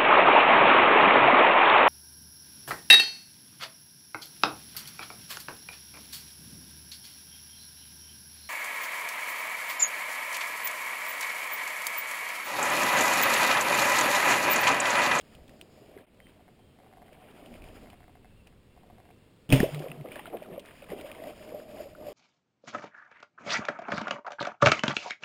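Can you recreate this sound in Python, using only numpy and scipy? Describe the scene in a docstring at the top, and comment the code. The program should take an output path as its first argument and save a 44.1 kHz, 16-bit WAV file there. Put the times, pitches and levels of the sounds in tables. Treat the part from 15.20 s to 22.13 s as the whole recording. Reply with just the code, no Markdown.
"""Air, wind rumble and stirred muddy water open the scene: someone stands and wades, then draws a creaking bow.
The arrow is shot into the water: blows crack and thump, then water gurgles and sloshes; late, a hollow body hums.
Noise is shaped by spectra and level curves; bubbles and ticks are damped sines; the bow is pushed resonances.
An edit dips the level almost to silence; 12 kHz samples held without smoothing mirror all about 6 and 12 kHz."""
import sys
import numpy as np
from scipy import signal
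from scipy.fft import rfft, irfft, next_fast_len
from scipy.io import wavfile
from scipy.ndimage import map_coordinates

SR = 44100
rng = np.random.default_rng(int(sys.argv[2]) if len(sys.argv) > 2 else 0)


def decibels_to_gain(level_db):
    """Convert a level in decibels to a linear amplitude gain (20 dB per decade)."""
    exponent = np.asarray(level_db, float) / 20
    return 10 ** exponent


def wrap_up_sound(samples):
    """Save the sound to the file named by the first command line argument, as 16-bit audio."""
    columns = np.atleast_2d(samples).T
    # keep every value between -1 and 1, then stretch to whole-number steps
    tamed = np.clip(columns, -1, 1)
    steps = np.round(tamed * 32767).astype(np.int16)
    wavfile.write(sys.argv[1], SR, steps)


N = 305613
HUM_FROM_S = 5.76  # from here a hollow body, probably the line bottle, hums near 600 Hz and plops ring longer


def unit(x):
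    """Scaled to rms 1."""
    return x / np.sqrt(np.mean(x ** 2) + 1e-20)


def noise():
    """White noise over the whole scene."""
    return rng.standard_normal(N)


def sparse_noise(rate_hz):
    """Random pushes, on average rate_hz a second."""
    return noise() * (rng.random(N) < rate_hz / SR)


def impulses(s, db):
    """One click per row, at time s."""
    return np.bincount((np.asarray(s) * SR).astype(int), decibels_to_gain(db), N)


def curves(rows, **ends):
    """One value per sample for each column after the time."""
    s, *cols = np.transpose(rows)
    return [np.interp(np.arange(N) / SR, s, c, **ends) for c in cols]


def wobble(rate_hz):
    """A smooth random curve, rate_hz knots a second."""
    knots = rng.standard_normal(int(N * rate_hz / SR) + 4)
    return map_coordinates(knots, [np.arange(N) * rate_hz / SR])


def filtered(x, response):
    """x times a complex response of frequency."""
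    m = next_fast_len(N + 8192)
    return irfft(rfft(x, m) * response(np.fft.rfftfreq(m, 1 / SR)), m)[:N]


def coloured(x, spectrum):
    """x through (frequency [Hz], level [dB]) points on a log axis, rms 1."""
    f, db = np.transpose(spectrum)
    return unit(filtered(x, lambda hz: decibels_to_gain(np.interp(np.log(hz + 1), np.log(f + 1), db))))


def resonant(x, modes):
    """x through (frequency [Hz], width [Hz], level [dB]) resonances of alternating sign."""
    def response(f):
        total = 0
        for k, (hz, width_hz, db) in enumerate(modes):
            damping = 1j * f * width_hz
            total = total + (-1) ** k * decibels_to_gain(db) * damping / (hz * hz - f * f + damping)
        return total
    return filtered(x, response)


def pings(s, gain, hz, t60, rise, attack, size):
    """Sum of damped sines, one per row; pitch climbs by the share rise over t60."""
    t = np.arange(size) / SR
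    s, gain, hz, t60 = (np.asarray(v, float)[:, None] for v in (s, gain, hz, t60))
    phase = 2 * np.pi * hz * (t + rise * t * t / (2 * t60))
    wave = gain * decibels_to_gain(-60 * t / t60) * (1 - np.exp(-t / attack)) * np.sin(phase)
    at = (s * SR).astype(int) + np.arange(size)
    return np.bincount(at.ravel(), wave.ravel(), N + size)[:N]


def grains(count, hz, spread, cycles, size_db, rise, size):
    """Random bubbles of rms 1: log-normal pitch, a few much larger than the rest."""
    when, big = rng.random((2, count))
    pitch = hz * np.exp(spread * rng.standard_normal(count))
    gain = decibels_to_gain(-size_db * np.log(big))
    return unit(pings(when * N / SR, gain, pitch, cycles / pitch, rise, 0.00043, size))


def puffs(s, db, t60, spectrum):
    """Short bursts of coloured noise that die away by 60 dB in t60."""
    envelope = signal.lfilter([1], [1, -decibels_to_gain(-60 / (t60 * SR))], impulses(s, db))
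    return envelope * coloured(noise(), spectrum)


# open-field air: (frequency [Hz], relative level [dB per Hz])
AIR = [(15, -26), (25, -12.5), (100, -0.5), (260, -6.5), (500, -9.5), (700, -18.5), (900, -19.5),
       (1500, -24), (2800, -23), (3300, -24.5), (4900, -30), (5900, -35), (6500, -120)]


def air():
    """Steady air of the open field: coloured noise with a slow, slight drift in level."""
    return decibels_to_gain(-56.5 + 0.58 * wobble(2.96)) * coloured(noise(), AIR)


# wind level: (time [s], level [dB])
WIND = [(0, -63), (.25, -51.5), (.48, -72), (1.05, -63), (1.66, -70), (2.3, -60.5), (2.6, -52.5),
        (2.8, -59), (3.7, -60), (4.2, -68), (4.5, -61), (5.2, -66), (6.0, -60.5), (6.93, -62)]
# wind spectrum: (frequency [Hz], relative level [dB per Hz])
RUMBLE = [(20, -2), (35, 3.5), (90, -2.5), (160, -12), (300, -15), (600, -120)]


def wind_rumble():
    """Wind as low noise that rises and falls."""
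    rumble_db, = curves(WIND)
    return decibels_to_gain(rumble_db + 2.5 * wobble(5.07)) * coloured(noise(), RUMBLE)


# water between swells: (time [s], gurgle level [dB], fizz level [dB], sizzle level [dB])
STIR = [(0, -65, -64.5, -69.5), (.27, -55, -66, -70), (.5, -60, -66.5, -63.5), (.72, -54, -60.5, -71),
        (.83, -49, -58, -90), (.9, -61.5, -66.5, -88), (1.5, -67, -76.5, -86), (2.0, -58, -60, -82),
        (2.3, -50, -57.5, -67.5), (2.68, -53.5, -59.5, -67), (2.8, -70, -74, -93), (3.5, -76, -76, -86),
        (3.75, -61, -70, -86), (4.29, -83, -88, -86), (4.33, -51.5, -47.5, -54), (4.72, -46, -54, -65),
        (4.8, -48, -59.5, -72.5), (5.0, -54, -53, -72), (5.3, -48, -54.5, -81), (5.58, -58.5, -60, -68),
        (5.76, -43.5, -53.5, -66), (6.0, -49, -53, -65), (6.18, -52, -56.5, -64.5),
        (6.46, -53.5, -59.5, -65.5), (6.76, -56, -63, -66.5)]
# swells: (peak time [s], gurgle lift [dB], spray lift [dB], rise [s], fall [s])
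SWELLS = [(.19, 4, 0.5, 0.1, 0.025), (1.09, 2.5, 10, 0.049, 0.029), (3.68, 4, -4, .08, 0.069),
          (4.469, 15, 5, 0.079, 0.042), (4.64, 8, 2, 0.15, 0.077), (4.86, 10.5, -1, 0.017, 0.045),
          (4.97, 9.5, 7.5, 0.097, .05), (5.07, 3, 9, 0.015, 0.024), (5.151, 20, -2, 0.065, 0.046),
          (5.37, 8.5, 2, 0.15, .04), (5.714, 10, 4.5, 0.028, 0.036), (6.085, 10, 5, 0.13, 0.069),
          (6.349, 12.5, 7, .15, 0.066), (6.41, 6.5, 2, 0.037, 0.034), (6.61, 15, 6.5, 0.16, 0.067),
          (6.67, 8, 4, .04, 0.045), (6.82, 12, 4, 0.06, 0.055), (6.89, 16, 10, .06, 0.12)]


def water_levels():
    """Stirring levels plus triangular swells, whose lifts add in dB."""
    t = np.arange(N) / SR
    shapes = np.array([np.interp(t, [s - rise, s, s + fall], [0, 1, 0]) for s, _, _, rise, fall in SWELLS])
    lift_db, spray_db = np.array(SWELLS)[:, 1:3].T @ shapes
    return *curves(STIR), lift_db, spray_db


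# slosh spectrum: (frequency [Hz], relative level [dB per Hz])
SLOSH = [(90, -27), (140, -6.5), (220, 2), (290, -3), (450, -34.5)]


def slosh(gurgle_db, lift_db):
    """Low water noise that follows the gurgle in part."""
    level_db = -62 + 0.6 * (gurgle_db + 60) + 0.19 * lift_db
    return decibels_to_gain(level_db + 2.6 * wobble(18)) * coloured(noise(), SLOSH)


# fixed hollow resonances: (frequency [Hz], width [Hz], level [dB])
HOLLOW = [(300, 80, -5), (420, 120, -12), (605, 80, 0), (780, 90, -8)]
# gurgle wash: (frequency [Hz], relative level [dB per Hz])
GURGLE = [(71, -52), (120, -41), (204, -11.5), (300, -4), (340, 0), (476, -0.5), (605, -10), (882, -16.5),
          (1200, -15.5), (1560, -40), (2640, -120)]


def gurgle(level_db):
    """Many small climbing bubbles, a hollow rung by sparse pushes, and a wash of noise."""
    small = grains(count=1600, hz=515, spread=0.264, cycles=22.6, size_db=1.0, rise=0.17, size=2200)
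    rung = resonant(sparse_noise(400), HOLLOW)
    hollow = unit(resonant(rung, [(484, 1050, 0)]))
    wash = coloured(noise(), GURGLE)
    mix = 0.66 * small + 0.76 * hollow + 0.5 * wash
    return decibels_to_gain(level_db) * unit(decibels_to_gain(0.94 * wobble(22)) * mix)


# fizz spectrum, also for drop splashes: (frequency [Hz], relative level [dB per Hz])
FIZZ = [(500, -35), (900, 3), (1500, -8.5), (2400, 1), (3200, -1), (4000, -15.5), (5900, -58)]
# sizzle spectrum: (frequency [Hz], relative level [dB per Hz])
SIZZLE = [(3600, -6.5), (4200, -6.5), (5000, 4), (5500, -5.5), (6000, -14), (6500, -60)]


def spray(fizz_db, sizzle_db, spray_db):
    """The breaking surface: tiny bubbles and noise in bunches shared by fizz and sizzle."""
    burst = decibels_to_gain(2.57 * wobble(30) + 2.2 * wobble(9))
    crackle = grains(count=3500, hz=2100, spread=0.384, cycles=24.4, size_db=2.5, rise=0.38, size=900)
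    fizz = unit(burst * (0.95 * crackle + coloured(noise(), FIZZ)))
    sizzle = unit(burst * coloured(noise(), SIZZLE))
    return decibels_to_gain(spray_db) * (decibels_to_gain(fizz_db) * fizz + decibels_to_gain(sizzle_db) * sizzle)


# arrow, line and fittings: (time [s], level [dB], pitch [Hz], hiss over tick [dB])
TICKS = [(0.0114, -37, 3300, -11), (0.151, -40, 3080, -13), (0.2798, -46, 3440, -4), (0.294, -43, 1872, -6),
         (0.4129, -31.5, 2980, -9.5), (0.7766, -39.5, 2040, -22), (1.0026, -37.5, 2020, -28),
         (1.069, -42.5, 2020, -23), (1.9303, -44, 2360, -11), (2.2608, -38, 3037, -19),
         (2.3408, -36.5, 2400, -20), (2.4215, -37.5, 2460, -21), (2.4407, -37.5, 2394, -18),
         (2.487, -42, 3000, -19), (2.7017, -37, 3000, -13), (3.2717, -43.5, 2840, -5.5),
         (3.9102, -46, 2376, -18), (4.546, -36.5, 2100, 0.5), (4.593, -39.5, 2520, 0.5),
         (4.6317, -46, 2520, -3), (4.6555, -45, 2470, -11), (4.7014, -36, 2540, -26),
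         (5.2277, -36.5, 2360, -15), (5.3952, -42, 3030, 2), (5.458, -42.5, 2070, -5),
         (5.8115, -41.5, 2200, -0.5)]


def ticks():
    """Dry knocks: damped sines of 20 cycles to -60 dB, each with a puff of hiss."""
    s, db, hz, hiss_db = np.transpose(TICKS)
    tones = pings(s, decibels_to_gain(db), hz, 20 / hz, 0, 0.000082, size=700)
    return tones + puffs(s, db + hiss_db, 0.036, [(1200, -32), (2500, 7), (4000, 0), (5500, -5.5)])


# loud single bubbles: (time [s], level [dB], start pitch [Hz])
PLOPS = [(0.424, -38.5, 345), (0.619, -37, 412), (0.69, -41, 382), (0.765, -30.5, 400), (4.454, -30, 640),
         (4.489, -23.5, 611), (4.559, -29, 410), (4.602, -24.5, 363), (4.641, -24, 524),
         (4.661, -23.5, 502), (4.849, -26.5, 527), (4.879, -32, 500), (4.961, -28, 587), (4.993, -30, 828),
         (5.076, -29.5, 667), (5.129, -35, 523), (5.145, -19, 488), (5.221, -26, 600), (5.3, -32, 383),
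         (5.378, -21, 556), (5.624, -31.5, 560), (5.718, -24, 550), (5.732, -22, 378), (5.771, -42, 604),
         (5.843, -30, 547), (6.02, -28.5, 640), (6.043, -33, 690), (6.069, -25.5, 610), (6.321, -31, 510),
         (6.342, -28, 573), (6.394, -32.5, 600), (6.585, -31.5, 660), (6.602, -26, 606.7),
         (6.658, -29.5, 557), (6.785, -39, 559.6), (6.809, -36.5, 584), (6.867, -27.5, 597),
         (6.884, -31, 578)]


def plops():
    """Single bubbles ring and climb slightly in pitch."""
    s, db, hz = np.transpose(PLOPS)
    t60_s = np.where(s > HUM_FROM_S, 0.061, 0.039)
    return pings(s, decibels_to_gain(db), hz, t60_s, 0.066, 0.0011, size=4000)


# whistle phrases: (start [s], length [s], level [dB], first pitch [Hz], last pitch [Hz])
WHISTLE = [(.97, 0.17, -68, 3140, 3150), (1.352, 0.29, -72, 3240, 3130), (1.765, .3, -80, 3140, 3020),
           (2.682, 0.41, -76, 2730, 2680), (3.021, .3, -69.5, 2630, 2720), (3.452, 0.19, -74, 2760, 2660),
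           (3.753, .4, -75, 2680, 2754)]


def whistle():
    """A faint, fuzzy high whistle: gliding sines with random pitch and level."""
    t, total, edge_s = np.arange(N) / SR, 0, 0.039
    for start, length, db, first_hz, last_hz in WHISTLE:
        glide_hz = np.interp(t, [start, start + length], [first_hz, last_hz])
        pitch_hz = glide_hz + 15 * wobble(9.4) + 45 * wobble(90)
        gate = np.clip(np.minimum(t - start, start + length - t) / edge_s, 0, 1)
        total = total + gate * decibels_to_gain(db + 3 * wobble(40)) * np.sin(2 * np.pi * np.cumsum(pitch_hz) / SR)
    return total


# bow slips: (time [s], push [dB], treble over push [dB])
CREAKS = [(1.194, -15, -21), (1.28, -11, -10), (1.393, -12.5, -16), (1.588, -10.5, -13), (1.634, -11, -14),
          (1.663, -8.5, -18), (1.727, -7, -14), (1.771, -6, -17), (1.819, -4.5, -15.5), (1.882, -8.5, -11),
          (2.358, -15, -6), (2.48, -8, -15), (2.659, -8, -9), (2.731, -5, -13), (2.805, -9.5, -12),
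          (2.83, -15, -3.5), (2.88, -7.5, -14.5), (2.954, -6, -14), (3.046, -7.5, -11), (3.268, -14, -11),
          (3.326, -16.5, -10), (3.565, -12, -23), (3.634, -9.5, -19), (3.7, -4.5, -24), (3.783, -6.5, -16),
          (3.854, -10.5, -13), (3.89, -9, -15)]
# limb resonances, low, also for the groan: (frequency [Hz], width [Hz], level [dB])
LIMB = [(726.5, 56, 3.5), (1134, 120, -11.5)]
# riser resonances, high: (frequency [Hz], width [Hz], level [dB])
RISER = [(1530, 420, -2.5), (2150, 130, 1)]


def creaks():
    """Each slip catches and slips once more, usually weaker, ringing limbs low and riser high."""
    s, db, treble_db = np.transpose(CREAKS)
    gap, size = rng.standard_normal((2, 2, len(s)))
    nth = np.arange(2)[:, None]
    at_s = (s + nth * 0.011 * np.exp(0.25 * gap)).ravel()
    db = db + nth * (-2 + 2.9 * size)
    low = resonant(impulses(at_s, db.ravel()), LIMB)
    high = resonant(impulses(at_s, (db + treble_db).ravel()), RISER)
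    return low + high


# groan of the draw: (time [s], level [dB])
DRAW = [(1.55, -82), (1.834, -58.5), (1.86, -67), (1.996, -54), (2.128, -66), (2.458, -70), (2.494, -51),
        (2.58, -96), (2.666, -58), (2.75, -65.5)]


def draw_groan():
    """Dense random slips ring the limbs while the string is drawn."""
    draw_db, = curves(DRAW, left=-120, right=-120)
    rung = resonant(sparse_noise(400), LIMB)
    return decibels_to_gain(draw_db) * unit(resonant(rung, [(780, 520, 0)]))


# blows: (time [s], thump [dB], crack [dB], crack pitch [Hz], rattle [dB])
SHOT = [(4.2915, -27, -34, 2950, -39.5), (4.303, -27, -20.5, 3270, -36), (4.3157, -16, -22, 2300, -39.5),
        (4.3245, -37, -4, 2540, -27), (4.3264, -8, -28, 2531, -41), (4.3289, -31, -10.5, 2790, -28.5),
        (4.3328, -17, -40, 2630, -46), (4.338, -28, -18, 3170, -41), (4.397, -56, -34, 2380, -36.5),
        (4.4026, -41, -11, 1820, -38.5), (4.43, -35, -39, 2480, -45)]
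# bow modes: (frequency [Hz], level [dB], t60 [s])
BOW = [(45.3, -10, 0.23), (132.5, 4, 0.17), (265.5, -1.5, 0.17), (422, -15, 0.22), (600, -18, 0.28)]


def shot():
    """Release, limbs and arrow impact: each blow thumps the bow's modes, cracks and rattles."""
    s, thump_db, crack_db, crack_hz, rattle_db = np.transpose(SHOT)
    t = np.arange(SR // 2) / SR
    # limbs let go from a bent shape: every mode starts at its extreme
    modes = sum(decibels_to_gain(db - 60 * t / t60) * np.cos(2 * np.pi * hz * t) for hz, db, t60 in BOW)
    ring = -modes * (1 - np.exp(-t / 0.0016))
    thump = signal.fftconvolve(impulses(s, thump_db), ring)[:N]
    crack = pings(s, decibels_to_gain(crack_db), crack_hz, np.full_like(s, 0.013), 0, 0.00055, size=2000)
    crack_spectrum = [(500, -11), (1200, 3), (2700, 4), (4200, -10), (5200, -3), (5900, -11)]
    crack = crack + puffs(s, crack_db - 8.5, 0.0086, crack_spectrum)
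    rattle_spectrum = [(250, 4), (600, 7), (1300, -12), (2600, -3), (3400, -5), (4200, -20.5),
                       (5100, -11), (5900, -18.5)]
    return thump + crack + puffs(s, rattle_db, 0.29, rattle_spectrum)


# closing cavities: (time [s], level [dB], start pitch [Hz], end pitch [Hz], t60 [s])
CAVITY = [(4.404, -6.5, 227, 182, 0.032), (4.4308, -7, 277, 600, 0.046), (4.441, -21.5, 603, 658, 0.074)]


def cavities():
    """Holes the arrow opens in the water close with gliding plops."""
    total = 0
    for start, db, start_hz, end_hz, t60 in CAVITY:
        t = np.clip(np.arange(N) / SR - start, 0, 1)
        pitch_hz = end_hz - (end_hz - start_hz) * np.exp(-t / 0.0074)
        phase = 2 * np.pi * np.cumsum(pitch_hz * (t > 0)) / SR
        total = total - decibels_to_gain(db - 60 * t / t60) * np.sin(phase)
    return total


# limb shiver: (time [s], level [dB])
SHIVER = [(4.47, -42), (4.504, -53), (4.538, -34.5), (4.616, -36), (4.648, -52), (4.706, -43), (4.728, -55),
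          (4.82, -39.5), (4.862, -72), (4.9, -46)]


def limb_shiver():
    """Limbs shiver on: noise through two low resonances."""
    shiver_db, = curves(SHIVER, left=-120, right=-120)
    return decibels_to_gain(shiver_db) * unit(resonant(resonant(noise(), [(145, 17, 0)]), [(151, 47, 0)]))


# louder surface drops: (time [s], level [dB], start pitch [Hz])
DROPS = [(4.5466, -36, 2490), (4.592, -42, 3000), (4.6842, -36.5, 2400), (4.7162, -29, 2550),
         (4.858, -45, 2790), (4.8868, -41, 2110), (4.923, -37, 2870), (4.9575, -30.5, 1660),
         (4.9937, -35, 1830), (5.0567, -31, 1350), (5.1322, -43, 1100), (5.1704, -35.5, 2370),
         (5.26, -42, 1180), (5.3615, -42, 1140), (5.4516, -44.5, 1720), (5.487, -42.5, 1770),
         (5.6213, -38, 2450), (5.6423, -39.5, 2300), (5.7025, -33.5, 1920), (5.899, -39, 1770),
         (5.916, -30, 2370), (5.9492, -38.5, 2070), (6.0382, -36, 1930), (6.291, -41.5, 2280),
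         (6.584, -42.5, 2820), (6.867, -42, 2450)]


def drops():
    """Listed drops and 30 random small ones ring short and high over a small splash."""
    when, size, pitch = rng.random((3, 30))
    drips = [4.55 + when * (6.0 - 4.55), -44 - 6 * size, 1500 * np.exp(0.8 * (pitch - 0.5))]
    s, db, hz = np.hstack([np.transpose(DROPS), drips])
    tones = pings(s, decibels_to_gain(db), hz, 34 / hz, 0.22, 0.00013, size=1500)
    return tones + puffs(s, db - 8, 0.02, FIZZ)


# low gulps: (time [s], level [dB], start pitch [Hz])
GULPS = [(5.152, -40, 208), (5.315, -34, 170), (5.698, -34.5, 180)]


def gulps():
    """Low gulps climb further in pitch and ring longer than the plops."""
    s, db, hz = np.transpose(GULPS)
    return pings(s, decibels_to_gain(db), hz, np.full_like(s, 0.13), 0.24, 0.0035, size=6000)


def hollow_hum(gurgle_db):
    """A hollow body, probably the line bottle: noise twice through one resonance, at a level tied to the gurgle."""
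    mode = [(605, 75, 0)]
    ring = unit(resonant(resonant(noise(), mode), mode))
    late = np.arange(N) / SR > HUM_FROM_S
    return late * decibels_to_gain(gurgle_db - 3 + 2.3 * wobble(25)) * ring


def scene():
    """Everything, in the open."""
    gurgle_db, fizz_db, sizzle_db, lift_db, spray_db = water_levels()
    swollen_db = gurgle_db + lift_db
    water = slosh(gurgle_db, lift_db) + gurgle(swollen_db) + spray(fizz_db, sizzle_db, spray_db)
    water = water + plops() + cavities() + drops() + gulps()
    gear = ticks() + creaks() + draw_groan() + shot() + limb_shiver() + hollow_hum(swollen_db)
    return (air() + wind_rumble() + water + whistle() + gear)[None]


# edit fade, end values held: (time [s], gain)
EDIT = [(.8, 0.71), (.864, 0.021), (.866, 0.15), (.96, 0.7)]


def edit_fade(x):
    """Gain of about 0.7, dipping almost to silence at the edit."""
    gain, = curves(EDIT)
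    return x * gain


def hold_12_khz(x):
    """Each 12 kHz sample is held four times at 48 kHz, which leaves mirror images."""
    slow = signal.resample_poly(x, 40, 147, axis=1)
    return signal.resample_poly(np.repeat(slow, 4, axis=1), 147, 160, axis=1)[:, :N]


def low_pass(x):
    """Removes everything above the highest recorded frequency."""
    return signal.sosfilt(signal.butter(12, 16410, fs=SR, output="sos"), x)


def record(dry):
    """The edit fade, then the 12 kHz hold."""
    mix = hold_12_khz(edit_fade(dry))
    return low_pass(mix)


dry = scene()
out = record(dry)
wrap_up_sound(out)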